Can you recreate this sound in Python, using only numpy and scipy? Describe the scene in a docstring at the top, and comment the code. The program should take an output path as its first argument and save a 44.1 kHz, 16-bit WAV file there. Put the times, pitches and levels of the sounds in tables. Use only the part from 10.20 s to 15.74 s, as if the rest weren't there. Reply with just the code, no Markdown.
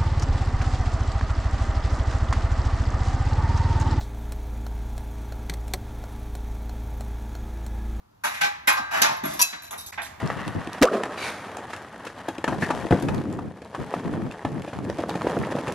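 """Skate wheels whirr as an inline skater jumps a flight of concrete steps. He slams down, scuffs a wheel
sideways and rolls away. Then we follow him closely over a paved plaza, where the hard wheels rumble,
knock over joints and crack grit. Puffs of wind buffet each microphone opening on its own,
and the heaviest blows overload the input."""
import sys
import numpy as np
from scipy import signal
from scipy.fft import rfft, irfft, next_fast_len
from scipy.io import wavfile
from scipy.ndimage import map_coordinates

SR = 44100
rng = np.random.default_rng(int(sys.argv[2]) if len(sys.argv) > 2 else 0)


def log_audio(samples):
    """Write samples as a 16-bit WAV file to the path given in sys.argv[1]."""
    # one column per channel
    frames = np.atleast_2d(samples).T
    # limit to full scale, then quantise
    limited = np.clip(frames, -1, 1)
    pcm = np.round(limited * 32767).astype(np.int16)
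    wavfile.write(sys.argv[1], SR, pcm)


N = 244314
TIME = np.arange(N) / SR
HIT_TIME = TIME[:SR // 4]
TOUCHDOWN_S, PLAZA_START_S, PUSH_OFF_S = .62, 2.24, 2.278

# tone of a rumbling boot, a clacking frame, a snap at the ground and splintering grit:
# (frequency [Hz], relative level [dB])
RUMBLE_TONE = [(25, -44), (60, -11), (100, -0.5), (200, 4.5), (330, 2.5), (450, -6), (700, -12.5),
               (1500, -57)]
CLACK_TONE = [(150, -12), (450, 13), (900, 8.5), (1400, 6), (1950, 4), (2300, -9.5), (3300, -24),
              (7000, -65)]
SNAP_TONE = [(1500, 7), (2800, 7.5), (4500, -1), (6800, -3.5), (11000, -8.5), (15800, -38)]
SPLINTER_TONE = [(4000, 0), (7000, 1.5), (11500, -0.5), (15800, -24)]
# notes at which a boot rings with weight on it: (pitch [Hz], width [Hz], relative level [dB])
BOOT_NOTES = [(208, 42, -3.5), (408, 86, 2), (633, 77, -0.5), (1035, 86, -9), (1280, 124, -8.5)]


def wheels():
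    """Bumps shake boot and frame; the changing load makes rumble, clatter and hiss waver together."""
    # tone of rolling on the steps, the plaza and sand: (frequency [Hz], relative level [dB])
    steps_tone = [(200, -19), (450, 6.5), (750, 11.5), (1100, 9), (1400, 6), (1680, 7), (1900, 6),
                  (2200, -10), (3200, -7), (6000, -39)]
    plaza_tone = [(200, -60), (420, 6.5), (620, 1.5), (950, 2), (1350, -5.5), (1850, -4.5), (2250, -27),
                  (3300, -17), (6000, -73)]
    sand_tone = [(1200, -7.5), (2200, 8), (3100, 1), (4500, -1.5), (5500, -4), (6500, -5), (8000, -7.5),
                 (11000, -8), (13000, -18), (15800, -52)]
    # a skate takes his weight and rumbles: (time [s], length [s], level [dB])
    strides = [(2.28, 0.26, -34.5), (2.71, 0.14, -29), (2.82, 0.047, -32), (2.98, 0.15, -31),
               (3.15, 0.079, -35), (3.24, 0.072, -41.5), (3.58, 0.022, -33), (3.76, 0.0062, -28),
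               (3.85, 0.18, -30), (4.26, 0.13, -34), (4.6, 0.1, -31.5), (4.84, 0.94, -34.5)]
    # a turning wheel grinds over sand: (time [s], length [s], level [dB])
    scrapes = [(.67, 0.12, -48), (1.5, 0.035, -46), (1.86, 0.039, -48), (2.4, 0.053, -43),
               (2.8, 0.057, -50)]
    clatter_db = rolling_db()
    load_db = 1.8 * (wobble(45) + .7 * wobble(130))
    slab = stereo(bumps(per_s=600, spread_db=4, texture=1), shape(steps_tone))
    pavers = stereo(bumps(per_s=190, spread_db=4, texture=.7), shape(plaza_tone))
    boots = stereo(bumps(per_s=1400, spread_db=2.5, texture=1), shape(RUMBLE_TONE))
    sand = stereo(bumps(per_s=90, spread_db=4, texture=1.6), shape(sand_tone))
    drive_db = clatter_db + 40  # rumble follows the clatter a little, sand hiss follows it closely
    weight = np.hypot(amp(-47.5 + .25 * drive_db), swells(strides, attack_s=.0026, fade_db_per_s=144))
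    grind = np.hypot(amp(-52 + .87 * drive_db), swells(scrapes, attack_s=.01, fade_db_per_s=250))
    rumble = weight * amp(.5 * load_db) * boots
    clatter = amp(clatter_db + load_db) * np.where(TIME < PLAZA_START_S, slab, pavers)
    hiss = grind * amp(.99 * load_db) * sand
    return rumble + clatter + hiss


def rolling_db():
    """Level of the wheels: spinning in the air, coasting into the distance, then driven over the plaza."""
    # how hard the wheels run on the plaza: (time [s], level [dB])
    effort = [(2.25, -30.5), (2.34, -33.5), (2.41, -35), (2.77, -35), (3.17, -47), (3.37, -49.5),
              (3.5, -46.5), (3.74, -37), (4.08, -43.5), (4.24, -42.5), (4.45, -43), (4.79, -41),
              (5.0, -35.5), (5.54, -33.5)]
    start_m, speed_m_per_s = 10.1, 9.4
    flight_db = -37 - 9.5 * TIME  # the free wheels slow down
    distance_m = start_m + speed_m_per_s * np.maximum(TIME - TOUCHDOWN_S, 0)
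    coast_db = -37 - 20 * np.log10(distance_m / start_m)
    plaza_db = curves(effort)[0] - .5
    return np.select([TIME < TOUCHDOWN_S, TIME < PUSH_OFF_S], [flight_db, coast_db], plaza_db)


def landing():
    """The wheels slap down and growl up to speed; the loaded boots drone as he crouches."""
    # the wheels' rising growl, and a squeak as one grips: (time [s], pitch [Hz], level [dB])
    growl = [(.612, 225.9, -23), (.619, 264, -6), (.629, 268, -9.5), (.636, 417, -14.5), (.644, 484, -6.5),
             (.652, 613, -14.5), (.662, 640, -22), (.68, 600, -45)]
    squeak = [(.645, 1000, -31), (.67, 1148, -29), (.686, 1230, -23.5), (.71, 1280, -46)]
    # drone of the boots through the crouch: (time [s], level [dB])
    crouch = [(.61, -100), (.622, -7), (.645, -17), (.668, -28.5), (.71, -31.5), (.735, -22.5), (.79, -27),
              (.85, -34), (.905, -32.5), (.935, -46), (1.0, -41.5)]
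    # wheel after wheel slaps the concrete: (time [s], level [dB])
    slaps = [(.616, -32), (0.6242, -17.5), (0.6298, -13), (.635, -36.5), (0.638, -28), (0.643, -25),
             (.653, -32.5), (.675, -47)]
    # tone of one slap: (frequency [Hz], relative level [dB])
    slap_tone = [(50, -23), (600, 13), (3300, -0.5), (7000, -3), (15000, -17)]
    grip = stick_slip(growl, jitter=.14, rough_db=2.5) + stick_slip(squeak, jitter=.068, rough_db=5.5)
    drone_db = curves(crouch)[0] - 20.5 * np.maximum(TIME - crouch[-1][0], 0)  # fades after the crouch
    ground = bumps(per_s=1400, spread_db=-4, texture=.68)[0]
    boots = filtered(ground, lambda f: resonances(BOOT_NOTES)(f) / (1 + (f / 2200) ** 4))
    out = np.tile(grip + amp(drone_db) * unit(boots), (2, 1))
    # a brief deep thud as the landing overloads the input
    add(out, .618, amp(-23) * ring(hz=48, decay_s=.05, attack_s=.006))
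    for s, slap_db in slaps:
        add(out, s, amp(slap_db) * burst(shape(slap_tone), decay_s=.015, attack_s=.00027))
    add(out, .622, amp(-31) * burst(shape(SNAP_TONE), decay_s=.16, attack_s=.0026))  # the frames rattle
    return out


def knocks():
    """Each blow thumps the boot, clacks the frame and snaps at the ground, which rings wheel and frame."""
    # wheels striking joints and ground:
    # (time [s], thump [dB], clack [dB], snap [dB], clack pitch [Hz], decay [s])
    blows = [(0.102, -36.5, -26.5, -44, 1980, 0.0064), (.279, -40, -42, -55, 1020, 0.023),
             (.473, -35.5, -40, -42, 865, 0.011), (0.729, -37.5, -28, -36.5, 677, 0.16),
             (0.836, -34.5, -33, -33.5, 910, 0.0062), (1.369, -65, -38.5, -72, 856, 0.028),
             (1.384, -41.5, -45, -48, 730, 0.042), (1.533, -57, -33, -39, 1468, 0.045),
             (1.868, -42, -39.5, -40.5, 1380, 0.05), (2.084, -28, -31.5, -39, 896, 0.061),
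             (2.183, -35, -43, -47.5, 1020, 0.013), (2.242, -37, -28.5, -31, 950, 0.021),
             (2.278, -31.5, -29.5, -36, 878, 0.045), (2.324, -30.5, -28.5, -52, 674, 0.038),
             (2.423, -25.5, -26.5, -35, 1780, 0.072), (2.505, -33.5, -22.5, -34.5, 966, 0.049),
             (2.651, -29.5, -55, -68, 400, 0.033), (2.709, -20, -23, -35.5, 680, 0.031),
             (2.724, -11.5, -17, -35.5, 477, 0.043), (2.885, -28, -33, -38, 896, 0.033),
             (3.189, -54, -35, -53, 926, 0.028), (3.419, -44, -53, -51.5, 600, 0.021),
             (3.547, -47.5, -33.5, -44.5, 910, 0.05), (3.74, -46, -26, -43.5, 960, 0.013),
             (4.249, -29.5, -28, -40.5, 1020, 0.037), (4.448, -50, -43, -53, 790, 0.0067),
             (4.476, -40, -37, -44.5, 538, 0.14), (4.531, -35.5, -36, -46.5, 794, 0.039),
             (4.589, -35.5, -41, -49.5, 845, 0.008), (4.699, -39, -33, -47, 500, 0.016),
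             (4.785, -30.5, -31, -44.5, 622, 0.15), (4.837, -35.5, -29, -52, 600, 0.014),
             (4.892, -41.5, -32.5, -50, 820, 0.033), (4.954, -30.5, -36, -43, 590, 0.025),
             (5.019, -45, -34.5, -52, 850, 0.012), (5.046, -31, -33, -60, 385, 0.035),
             (5.07, -32, -24, -46, 388, 0.013), (5.167, -27.5, -27, -67, 408, 0.049),
             (5.236, -50, -35.5, -61, 2044, 0.023), (5.253, -48, -40, -66, 890, 0.014),
             (5.272, -52, -34.5, -65, 650, .014), (5.322, -39, -35.5, -45.5, 660, 0.025),
             (5.353, -34, -32, -47, 490, 0.025), (5.387, -35, -32, -44, 590, 0.024),
             (5.478, -30, -44, -38.5, 730, 0.039)]
    # dull thump of a boot on solid concrete: (frequency [Hz], relative level [dB])
    slab_tone = [(50, -36), (130, -14), (230, 20), (330, 15), (450, 14), (700, -6), (1500, -65)]
    # notes of wheel and frame: (pitch [Hz], relative level [dB])
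    frame_notes = [(1650, -5), (2450, -12.5), (3300, -15.5)]
    out = np.zeros((2, N))
    for s, thump_db, clack_db, snap_db, hz, decay_s in blows:
        decay_s = max(decay_s, .008)
        boot_hz = 280 * amp(-.4 * (thump_db + 31.5) + .5 * rng.standard_normal())  # heavier is deeper
        ground_tone = slab_tone if s < PLAZA_START_S else RUMBLE_TONE
        boot_note = .5 * ring(boot_hz, decay_s, attack_s=.0016)
        thump = boot_note + .95 * burst(shape(ground_tone), 1.34 * decay_s, attack_s=.0015)
        clack_note = .55 * ring(hz, decay_s, attack_s=.002, unsteady=.11)
        clack_tone = peaked(CLACK_TONE, hz, width_hz=.5 * hz, floor=.08)
        clack = clack_note + .92 * burst(clack_tone, decay_s, attack_s=.0014)
        frame = 0
        for note_hz, db in frame_notes:
            gain = amp(db + 2 * rng.standard_normal())
            pitch_hz = note_hz * amp(.28 * rng.standard_normal())
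            frame += gain * ring(pitch_hz, decay_s, attack_s=.0015, unsteady=.062)
        snap = .78 * burst(shape(SNAP_TONE), decay_s, attack_s=.0044) + frame
        add(out, s - .001, amp(thump_db) * thump + amp(clack_db) * clack + amp(snap_db) * snap)
    lowest_hz = 64  # a boot is too small to give off much sound below this
    return filtered(out, lambda f: f * f / (f * f - lowest_hz ** 2 - 1j * f * lowest_hz))


def whirr():
    """Until they touch down, the spinning wheels rattle on their bearings."""
    # notes of the free wheels: (pitch [Hz], width [Hz], relative level [dB])
    wheel_notes = [(1165, 147, 7.5), (1920, 160, 7), (2740, 270, -1), (3500, 2400, -12.5)]
    rattle = stereo(bumps(per_s=580, spread_db=.5, texture=.25), resonances(wheel_notes))
    return (TIME < TOUCHDOWN_S) * amp(rolling_db() - 3.5 + 4.8 * wobble(26.9)) * rattle


def scuff():
    """A wheel slides sideways; fast slips ring its plastic."""
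    # rise and fall of the slide: (time [s], level [dB])
    slide = [(.96, -56), (.98, -38), (1.045, -30), (1.095, -32), (1.125, -38.5), (1.3, -51), (1.5, -90)]
    # broad notes of the plastic: (pitch [Hz], width [Hz], relative level [dB])
    plastic_notes = [(770, 510, -2), (1570, 520, -1), (2280, 290, 0), (2690, 260, -6.5), (3650, 1100, -10),
                     (6750, 870, -14), (8900, 2900, -18)]
    tone = lambda f: resonances(plastic_notes)(f) * shape([(11500, 0), (14500, -18)])(f)
    return amp(curves(slide)[0]) * stereo(bumps(per_s=2500, spread_db=-.5, texture=.67), tone)


def rasp():
    """The sliding wheel judders and rings; its notes sink as it takes his weight."""
    # narrow notes of the wheel in mid-slide: (pitch [Hz], width [Hz], relative level [dB])
    wheel_notes = [(2230, 32, 1), (2400, 58, -3), (2710, 54, -4), (2970, 60, -12), (3780, 90, -5.5),
                   (4540, 140, -13)]
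    # judders of the wheel: (time [s], length [s], level [dB])
    judders = [(.977, 0.016, -39), (1.005, 0.025, -37), (1.035, 0.02, -38), (1.075, 0.023, -52)]
    middle_s, pitch_share_lost_per_s = 1.05, .79
    slips = stereo(bumps(per_s=2600, spread_db=-10, texture=.36), resonances(wheel_notes))
    since_s = np.clip(TIME - middle_s, -.1, .1)
    position = np.cumsum(1 - pitch_share_lost_per_s * since_s)  # reading slower lowers the pitch
    sinking = np.array([map_coordinates(side, [position], mode="wrap") for side in slips])
    return swells(judders, attack_s=.011, fade_db_per_s=260) * amp(1.6 * wobble(140)) * sinking


def scrubs():
    """A wheel set down askew sings with a falling pitch as it swings into line."""
    # short squeals: (time [s], length [s], first pitch [Hz], last pitch [Hz], level [dB])
    squeals = [(2.28, 0.067, 950, 777, -31.5), (2.424, 0.042, 1936, 1764, -34.5),
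               (2.515, 0.045, 1013, 667, -32.5), (5.075, 0.088, 547, 375, -36),
               (5.085, 0.073, 694, 517, -33.5)]
    out = np.zeros(N)
    for s, length, first_hz, last_hz, db in squeals:
        course = [(s - .004, first_hz, db - 20), (s, first_hz, db),
                  (s + length, last_hz, db - 3), (s + length + .02, last_hz, db - 30)]
        out += stick_slip(course, jitter=.07, rough_db=4)
    return out


def stick_slip(course, jitter, rough_db):
    """A wheel grips and lets go at an unsteady rate, along (time [s], pitch [Hz], level [dB]) points."""
    hz, db = curves(course)
    phase = 2 * np.pi * np.cumsum(hz * (1 + jitter * wobble(400))) / SR
    touching = (TIME > course[0][0]) & (TIME < course[-1][0])
    return touching * amp(db + rough_db * wobble(300)) * np.sin(phase)


def glide():
    """With his weight on both skates, the paving keeps the boots ringing."""
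    # stretches on both skates: (time [s], length [s], level [dB])
    glides = [(5.07, 0.14, -39.5), (5.3, 0.3, -40)]
    boots = stereo(bumps(per_s=520, spread_db=-7, texture=1), resonances(BOOT_NOTES))
    return swells(glides, attack_s=.025, fade_db_per_s=100) * boots


def seams(count=36, spread_db=2):
    """Small seams in the ground click at uneven intervals, louder when the wheels run harder."""
    out, level_db = np.zeros((2, N)), rolling_db()
    for k, (place, size) in enumerate(rng.uniform(-1, 1, (count, 2))):
        s = TOUCHDOWN_S + (TIME[-1] - TOUCHDOWN_S) * (k + .5 + .5 * place) / count
        clack = amp(-3) * burst(shape(CLACK_TONE), decay_s=.014, attack_s=.0006)
        snap = amp(-17) * burst(shape(SNAP_TONE), decay_s=.012, attack_s=.0005)
        add(out, s, amp(np.interp(s, TIME, level_db) + spread_db * size) * (clack + snap))
    return out


def grit():
    """Grains of grit crack under a wheel with a splintering click and a short bright ring."""
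    # cracking grains: (time [s], ring level [dB], pitch [Hz], click level [dB])
    grains = [(.075, -46, 4630, -57), (.279, -43.5, 3440, -47), (0.532, -44.5, 4100, -49),
              (1.082, -45, 5000, -55), (1.37, -54, 2500, -47), (1.564, -52, 2700, -51),
              (1.853, -53, 3000, -52), (2.087, -52, 3860, -45), (2.183, -45.5, 3550, -67),
              (2.243, -60, 6500, -56), (2.504, -50, 3920, -61), (2.8, -58, 3000, -52),
              (2.825, -67, 5000, -45), (2.946, -56, 4700, -47.5), (2.98, -51, 3700, -60),
              (3.127, -56, 7400, -57), (3.137, -70, 6000, -64), (3.173, -73, 6500, -66),
              (3.448, -61, 3560, -62), (4.113, -47, 2820, -61.5), (4.421, -48.5, 2870, -56),
              (4.7, -46.5, 4200, -73), (4.895, -41.5, 3850, -48.5), (4.903, -46, 3660, -58),
              (5.019, -46, 3200, -64), (5.074, -47, 3920, -59), (5.189, -48, 3680, -55),
              (5.249, -49.5, 3480, -69), (5.523, -51, 3100, -46)]
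    out = np.zeros((2, N))
    for s, ring_db, hz, click_db in grains:
        tone = peaked(SNAP_TONE, hz, width_hz=.2 * hz, floor=.13)
        click = amp(click_db) * burst(shape(SPLINTER_TONE), decay_s=.015, attack_s=.00017)
        add(out, s - .0005, amp(ring_db) * burst(tone, decay_s=.01, attack_s=.00034) + click)
    return out


def sand_pops(count=70, below_wheels_db=19, range_db=6):
    """Tiny grains of sand pop under the wheels at random."""
    out, level_db = np.zeros((2, N)), rolling_db() - below_wheels_db
    for place, softness in rng.uniform(0, 1, (count, 2)):
        s = TOUCHDOWN_S + place * (TIME[-1] - TOUCHDOWN_S)
        pop = burst(shape(SPLINTER_TONE), decay_s=.006, attack_s=.0002)
        add(out, s, amp(np.interp(s, TIME, level_db) - range_db * softness) * pop)
    return out


def walls(x):
    """Steps and building answer with a short, blurred echo."""
    # how long the echo takes to drop 60 dB: (frequency [Hz], decay [s])
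    decays = [(150, 0.087), (1000, 0.15), (4000, 0.18), (12000, 0.43)]
    hz, t, noise = signal.stft(rng.standard_normal((2, SR // 2)), SR, nperseg=256)
    tail = signal.istft(noise * amp(-60 * t / along(decays, hz)[:, None]), SR, nperseg=256)[1]
    tail = stereo(tail, np.ones_like) / np.sqrt(tail.shape[1])
    return signal.fftconvolve(x.mean(axis=0)[None], tail, axes=1)[:, :N]


def wind():
    """Steady open air, puffs that swirl differently at each microphone opening, and one low jolt."""
    # tone of the open air and of the swirls: (frequency [Hz], relative level [dB])
    air_tone = [(20, -27), (100, 14), (300, -12), (700, 2), (1500, -25), (3000, -36), (6000, -41),
                (11000, -36), (14000, -50)]
    swirl_tone = [(25, -19), (55, -14), (110, -5), (170, -2), (300, -10.5), (560, -21), (1100, -26.5),
                  (2500, -40.5), (4000, -71)]
    # puffs of wind on the microphone, and one low jolt with the heaviest knock:
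    # (time [s], length [s], level [dB])
    buffets = [(.025, 0.036, -26.5), (.105, 0.016, -33.5), (.16, 0.062, -34), (.262, 0.027, -29),
               (.35, 0.032, -27.5), (.45, 0.035, -44), (2.275, 0.065, -32.5), (2.36, 0.29, -36.5),
               (2.71, 0.018, -22.5), (2.83, .16, -26.5), (3.04, 0.25, -37), (3.59, 0.034, -33.5),
               (3.85, 0.22, -31.5), (4.26, 0.15, -34), (4.55, 0.18, -36.5), (5.19, 0.028, -30.5)]
    air = amp(-51.5) * stereo(rng.standard_normal((2, N)), shape(air_tone))
    noise = rng.standard_normal((2, N)) + .43 * rng.standard_normal(N)  # a little is common to both sides
    swirls = unit(filtered(noise, shape(swirl_tone)))
    lumps_db = 2 * np.array([wobble(30), wobble(23)])
    facing_db = 1.03 * np.array([[1], [-1]])  # the left opening faces the wind
    return air + swells(buffets, attack_s=.0022, fade_db_per_s=313) * amp(lumps_db + facing_db) * swirls


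def bumps(per_s, spread_db, texture):
    """Two tracks of random bumps of uneven size, over noise for the fine texture of the surface."""
    hits = (rng.random(N) < per_s / SR) * amp(spread_db * np.clip(rng.standard_normal(N), -2, 2))
    return unit(hits * rng.choice([-1, 1], (2, N))) + texture * rng.standard_normal((2, N))


def ring(hz, decay_s, attack_s, unsteady=0):
    """One dying note whose pitch may wander, with the energy of 25 ms at level 1."""
    drift = np.interp(HIT_TIME, np.linspace(0, HIT_TIME[-1], 200), rng.standard_normal(200))
    phase = 2 * np.pi * np.cumsum(hz * (1 + unsteady * drift)) / SR
    wave = np.sin(phase) * hit_fade(decay_s, attack_s)
    return wave / np.sqrt(np.sum(wave ** 2) / (.025 * SR))


def burst(tone, decay_s, attack_s):
    """A dying stereo noise of a given tone, with the energy of 25 ms at level 1."""
    wave = stereo(rng.standard_normal((2, len(HIT_TIME))), tone) * hit_fade(decay_s, attack_s)
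    return wave / np.sqrt(np.sum(wave ** 2) / 2 / (.025 * SR))


def hit_fade(decay_s, attack_s):
    """Gain of a hit: it rises quickly and drops 60 dB in decay_s."""
    return amp(-60 * HIT_TIME / decay_s) * (1 - np.exp(-HIT_TIME / attack_s))


def swells(rows, attack_s, fade_db_per_s):
    """Gain of (time [s], length [s], level [dB]) events that rise, hold and die away."""
    gains = []
    for s, length, db in rows:
        rise = np.clip((TIME - s) / attack_s + .5, 0, 1)
        gains.append(rise * amp(db - fade_db_per_s * np.maximum(TIME - s - length, 0)))
    return np.linalg.norm(gains, axis=0)


def stereo(pair, tone):
    """Give two unrelated signals a tone and blend them into left and right, at level 1."""
    # how alike the two sides sound: (frequency [Hz], likeness [-1 to 1])
    likeness = [(200, 0.99), (600, 0.99), (1300, 0.98), (2400, 0.92), (4400, 0.73), (6300, 0.44),
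                (8500, 0.057), (14000, -0.54)]
    turn = lambda hz: np.arccos(np.clip(along(likeness, hz), -1, 1)) / 2
    mid, side = filtered(pair, lambda hz: tone(hz) * np.array([np.cos(turn(hz)), np.sin(turn(hz))]))
    return unit(np.array([mid + side, mid - side]))


def filtered(x, tone):
    """Filter x by a tone: a function that gives the gain at each frequency."""
    n = x.shape[-1]
    padded = next_fast_len(n + SR // 8)
    return irfft(rfft(x, padded) * tone(np.fft.rfftfreq(padded, 1 / SR)), padded)[..., :n]


def shape(points):
    """The tone drawn through (frequency [Hz], level [dB]) points."""
    return lambda hz: amp(along(points, hz))


def resonances(notes):
    """The tone of a body that rings at (pitch [Hz], width [Hz], level [dB]) notes."""
    return lambda f: sum((-1) ** k * amp(db) * 1j * f * width / (hz * hz - f * f + 1j * f * width)
                         for k, (hz, width, db) in enumerate(notes))


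def peaked(points, hz, width_hz, floor):
    """A drawn tone with one peak at hz; floor is the gain left far from the peak."""
    return lambda f: shape(points)(f) * (floor + abs(resonances([(hz, width_hz, 0)])(f)))


def along(points, hz):
    """Read (frequency [Hz], value) points at hz, with octaves evenly spaced."""
    frequencies, values = np.transpose(points)
    return np.interp(np.log(hz + 1), np.log(frequencies), values)


def curves(rows):
    """One value per sample for each column after the time."""
    times, *columns = np.transpose(rows)
    return [np.interp(TIME, times, column) for column in columns]


def wobble(per_s):
    """A smooth curve through per_s random values a second."""
    return map_coordinates(rng.standard_normal(2000), [TIME * per_s], mode="wrap")


def add(track, s, sound):
    """Mix a sound into the track at s seconds."""
    part = track[:, max(round(s * SR), 0):][:, :sound.shape[-1]]
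    part += sound[..., :part.shape[-1]]


def amp(db):
    """Decibels to gain."""
    return 10 ** (np.asarray(db) / 20)


def unit(x):
    """Scale x to an average (rms) level of 1."""
    return x / np.sqrt(np.mean(x ** 2) + 1e-20)


def scene():
    """Skates ahead or a little to the left, in the open air."""
    # where the skater is: (time [s], left over right [dB])
    bearing = [(.3, 1.5), (.55, -0.8), (2.2, 1.5), (2.27, 2.5), (2.85, 3), (3.1, 1.5), (5.54, -0.3)]
    blows = knocks() + seams() + grit() + sand_pops()
    skates = blows + amp(-4) * walls(blows) + landing() + whirr() + wheels() + glide()
    skates = skates + scuff() + rasp() + scrubs()
    pan = amp(curves(bearing)[0] * np.array([[.5], [-.5]]))
    return skates * pan + wind()


def record(dry):
    """The microphone thins the deepest bass, flattens loud peaks and drops the highest treble."""
    low_cut_hz, top_hz = 27, 15850
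    ceiling, hardness = .36, 5
    thinned = filtered(dry, lambda hz: 1j * hz / (1j * hz + low_cut_hz))
    clipped = thinned / (1 + np.abs(thinned / ceiling) ** hardness) ** (1 / hardness)
    return filtered(clipped, lambda hz: hz < top_hz)


dry = scene()
out = record(dry)
log_audio(out)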